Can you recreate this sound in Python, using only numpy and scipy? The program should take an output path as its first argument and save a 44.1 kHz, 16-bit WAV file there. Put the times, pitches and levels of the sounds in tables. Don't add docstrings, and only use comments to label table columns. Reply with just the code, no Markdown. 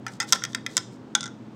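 import sys
import numpy as np
from scipy import signal
from scipy.fft import rfft, irfft, next_fast_len
from scipy.io import wavfile
from scipy.ndimage import uniform_filter1d

SR = 44100
rng = np.random.default_rng(int(sys.argv[2]) if len(sys.argv) > 2 else 0)


def to_wav(sig):
    pcm = np.clip(np.atleast_2d(sig), -1, 1) * 32767
    pcm = np.round(pcm).astype(np.int16)
    wavfile.write(sys.argv[1], SR, pcm.T)


N = 68355
t = np.arange(N) / SR
TOP_HZ = 16000


def held_clicks():
    # start in seconds, relative level, body and treble in dB, pitch ratio,
    # presence in dB, body resonance in Hz.
    contacts = [(.3235, -2, -4, 4, 1.034, -2.5, 1420), (.3302, -6, -0.5, -4, .99, 2, 1307),
                (.3585, -30.5, 14, -11, .99, 1.5, 1500), (.4203, -39, 23.5, -11, 1.03, 6, 1540),
                (.4374, -15.5, 5, 0.5, .98, -2.5, 2000), (.4502, -21.5, 6.5, -1, 1.01, 2, 1930),
                (.5315, -39.5, 6, -10.5, .98, 12.5, 1699), (.5474, -13.5, 3, -1.5, 1.0, .5, 1544),
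                (.6636, -20.5, 10.5, -0.5, .99, 7, 1920), (.7678, -6, -1.5, -1.5, 1.09, -4.5, 2100),
                (.7773, -11.5, -0.5, -2.5, 0.98, -2.5, 1390)]
    # mode frequency in Hz, relative level in dB.
    modes = [(1380, -12), (1800, -13.5), (2050, -14), (2480, -19), (3310, -8), (3700, -8), (4750, -9),
             (5250, -4), (5600, -12), (6150, -4), (6600, -7.5), (7620, -8), (8100, -13), (9270, -19.5)]
    return undb(-1.5) * impacts(contacts, modes, ring_t60=0.043, damping=0.54,
                                crack_db=0.5, crack_t60=0.012, rise_s=0.00059)


def tipping_piece():
    # start in seconds, relative level, body and treble in dB, pitch ratio.
    contacts = [(.0651, -27.5, 11.5, 4, .935), (.0805, -34, 5, -2, 1.1), (.2012, -17, -1.5, 5, 0.96),
                (.2036, -20.5, 0.5, -11.5, 0.97), (.2115, -25.5, 1.5, -15, 1), (.2185, -27, 5, -13, 1.04),
                (.2275, -31.5, 9, 0.5, .98)]
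    # mode frequency in Hz, relative level in dB.
    modes = [(840, -5), (930, -18.5), (1390, -9), (1520, -13), (1900, -8), (2085, -8.5), (2600, -9.5),
             (3300, -13.5), (3600, -8.5), (4580, -14), (5170, -4.5), (5500, -5), (6520, -7.5), (7050, -9.5),
             (8340, -12)]
    return undb(-2.5) * impacts(contacts, modes, ring_t60=0.062, damping=0.25,
                                crack_db=-1.5, crack_t60=0.011, rise_s=0.00032)


def rocking_piece():
    # start in seconds, relative level, body and treble in dB.
    contacts = [(1.1503, -13.5, 2, -6), (1.1516, -7, -4, -17), (1.2074, -22.5, -3, -14),
                (1.2296, -24.5, 1, -18), (1.2398, -27, 0.5, -13), (1.2572, -29, 3.5, -16),
                (1.2643, -32.5, 5.5, -15), (1.2775, -39.5, 9, -14)]
    # mode frequency in Hz, relative level in dB.
    modes = [(830, -21.5), (980, -22.5), (1385, -8.5), (1510, -16.5), (2030, -16.5), (3430, -6.5),
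             (3630, -10), (5050, -11.5), (5850, -7), (6150, -8), (6760, -13.5), (8680, -9)]
    return undb(-1.5) * impacts(contacts, modes, ring_t60=0.063, damping=0.55,
                                crack_db=2.5, crack_t60=0.013, rise_s=0.00034)


def mat_knocks():
    # start in seconds, relative level in dB.
    contacts = [(.3245, -27), (.3490, -37.5), (.5480, -44), (.7685, -33.5)]
    # mode frequency in Hz, relative level in dB.
    modes = [(440, -8), (560, -5.5), (670, -7), (780, -4), (1025, 2), (1320, -2.5)]
    return undb(4) * impacts(contacts, modes, ring_t60=0.085, damping=0.5,
                             crack_db=-9, crack_t60=0.088, rise_s=0.002)


def impacts(contacts, modes, **material):
    out = np.zeros(N)
    for start, *blow in contacts:
        add(out, start, strike(modes, *blow, **material))
    return out


def strike(modes, level_db, body_db=0, treble_db=0, pitch=1, presence_db=0, body_hz=1450, *,
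           ring_t60, damping, crack_db, crack_t60, rise_s):
    # frequency in Hz, relative spectral density of the crack in dB.
    crack_spectrum = [(60, -45), (600, -11), (1300, -14), (2000, -5.5), (2800, -12.5), (3500, 1.5),
                      (4300, -10), (5700, 1.5), (7800, -4.5), (10500, -17), (15000, -22.5), (17000, -30)]
    size = 8192
    age, hz = t[:size], np.array(modes)[:, :1]
    decays = np.array([undb(db) * fade(ring_t60 * (f / 1000) ** -damping)[:size] for f, db in modes])
    scatter = undb(1.2 * rng.standard_normal(hz.shape))
    phase = rng.random(hz.shape)
    ring = (scatter * decays * np.sin(2 * np.pi * (hz * pitch * age + phase))).sum(0)
    crack = undb(crack_db) * noise(crack_spectrum, size) * fade(crack_t60)[:size]
    onset = 1 - np.exp(-(age / rise_s) ** 2)
    tone = [(body_hz / 2, body_db / 2 - 7.5), (body_hz, body_db + 3),
            (2700, (body_db + presence_db) / 3), (3600, presence_db), (5000, 0), (7800, 0),
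            (10800, treble_db), (TOP_HZ, 1.4 * treble_db)]
    return undb(level_db) * colour((ring + crack) * onset, tone)


def rubbing(grain_hz=450, grain_db=3.2):
    # start in seconds, length in seconds, level in dB.
    rubs = [(0.068, 0.12, -56), (0.218, .035, -47.5), (0.267, 0.056, -42), (0.29, .01, -41.5),
            (0.337, .03, -37), (0.476, 0.082, -56), (0.674, 0.13, -51), (.90, 0.072, -62)]
    # frequency in Hz, relative spectral density in dB.
    spectrum = [(500, -22.5), (1500, -7), (2600, -10), (3500, 0), (5500, 0), (8000, -1.5), (10000, -14),
                (15000, -21), (17000, -26)]
    swell = np.zeros(N)
    for start, length, db in rubs:
        add(swell, start, undb(db) * np.sqrt(np.hanning(int(length * SR))))
    grit = noise(spectrum) * undb(grain_db * walk(grain_hz))
    return swell * unit(grit)


def room(x, early_delay_s=0.006, early_t60=0.086, late_delay_s=0.02):
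    # frequency in Hz, gain of the reflections in dB.
    wall_colour = [(200, 0), (700, 7), (1400, 2), (3500, -1), (7000, -7.5), (11000, -8.5), (16000, -14.5)]
    # frequency in Hz, time to decay by 60 dB in seconds.
    decay_times = [(300, 0.32), (1500, 0.24), (5000, 0.4), (8000, .36), (14000, 0.31)]
    hz = np.arange(N // 2 + 1) * SR / N
    spectrum = rfft(rng.standard_normal(N))
    late = np.zeros(N)
    for centre, t60 in decay_times:
        band = along([(f, float(f == centre)) for f, _ in decay_times], hz)
        late += irfft(spectrum * band, N) * fade(t60)
    early = rng.standard_normal(N) * fade(early_t60)
    response = np.zeros(N)
    add(response, early_delay_s, undb(-13.5) * unit(early))
    add(response, late_delay_s, undb(-17.5) * unit(late))
    return signal.fftconvolve(x, colour(response / np.sqrt(N), wall_colour))[:N]


def ventilation(waver=0.34):
    # frequency in Hz, relative spectral density in dB.
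    air_spectrum = [(15, -84), (25, -33), (87, -21.5), (108, -7), (200, -5), (263, -5), (285, -7.5),
                    (516, -15), (734, -21), (887, -19.5), (2350, -34.5), (3340, -36.5), (8590, -49),
                    (9570, -61.5), (16000, -63)]
    # frequency in Hz, level in dB.
    hum_lines = [(120, -52), (216, -53.5), (257, -53.5), (315, -57)]
    hum = np.zeros(N)
    for hz, db in hum_lines:
        modulation = 1 + waver * (walk(14.3) + 1j * walk(14))
        carrier = np.exp(2j * np.pi * (hz * t + rng.random()))
        hum += undb(db) * np.sqrt(2) * np.real(modulation * carrier)
    return undb(-44.5) * noise(air_spectrum) + hum


def undb(db):
    return 10 ** (np.asarray(db) / 20)


def unit(x):
    return x / np.sqrt(np.mean(x ** 2))


def fade(t60):
    return np.exp(-np.log(1000) * t / max(t60, 1e-4))


def along(points, hz):
    f, values = np.array(points, float).T
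    return np.interp(np.log(np.maximum(hz, 1)), np.log(f), values)


def colour(x, points):
    n = next_fast_len(2 * len(x), True)
    n += n % 2
    gain = undb(along(points, np.arange(n // 2 + 1) * SR / n))
    cepstrum = irfft(np.log(gain))
    cepstrum[1:n // 2] *= 2
    cepstrum[n // 2 + 1:] = 0
    return irfft(rfft(x, n) * np.exp(rfft(cepstrum)))[:len(x)]


def noise(points, size=N):
    return unit(colour(rng.standard_normal(size), points))


def walk(rate_hz):
    hold = int(SR / rate_hz)
    steps = np.repeat(rng.standard_normal(N // hold + 1), hold)
    return unit(uniform_filter1d(uniform_filter1d(steps, hold), hold)[:N])


def add(out, start, x):
    i = max(int(start * SR), 0)
    out[i:i + len(x)] += x[:N - i]


def scene():
    direct = held_clicks() + tipping_piece() + rocking_piece() + mat_knocks() + rubbing()
    return (direct + room(direct) + ventilation())[None]


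def record(dry):
    rounded = dry / (1 + (dry / 0.95) ** 4) ** 0.25
    lowpass = signal.ellip(8, 0.2, 80, TOP_HZ, fs=SR, output="sos")
    return signal.sosfilt(lowpass, rounded)


dry = scene()
out = record(dry)
to_wav(out)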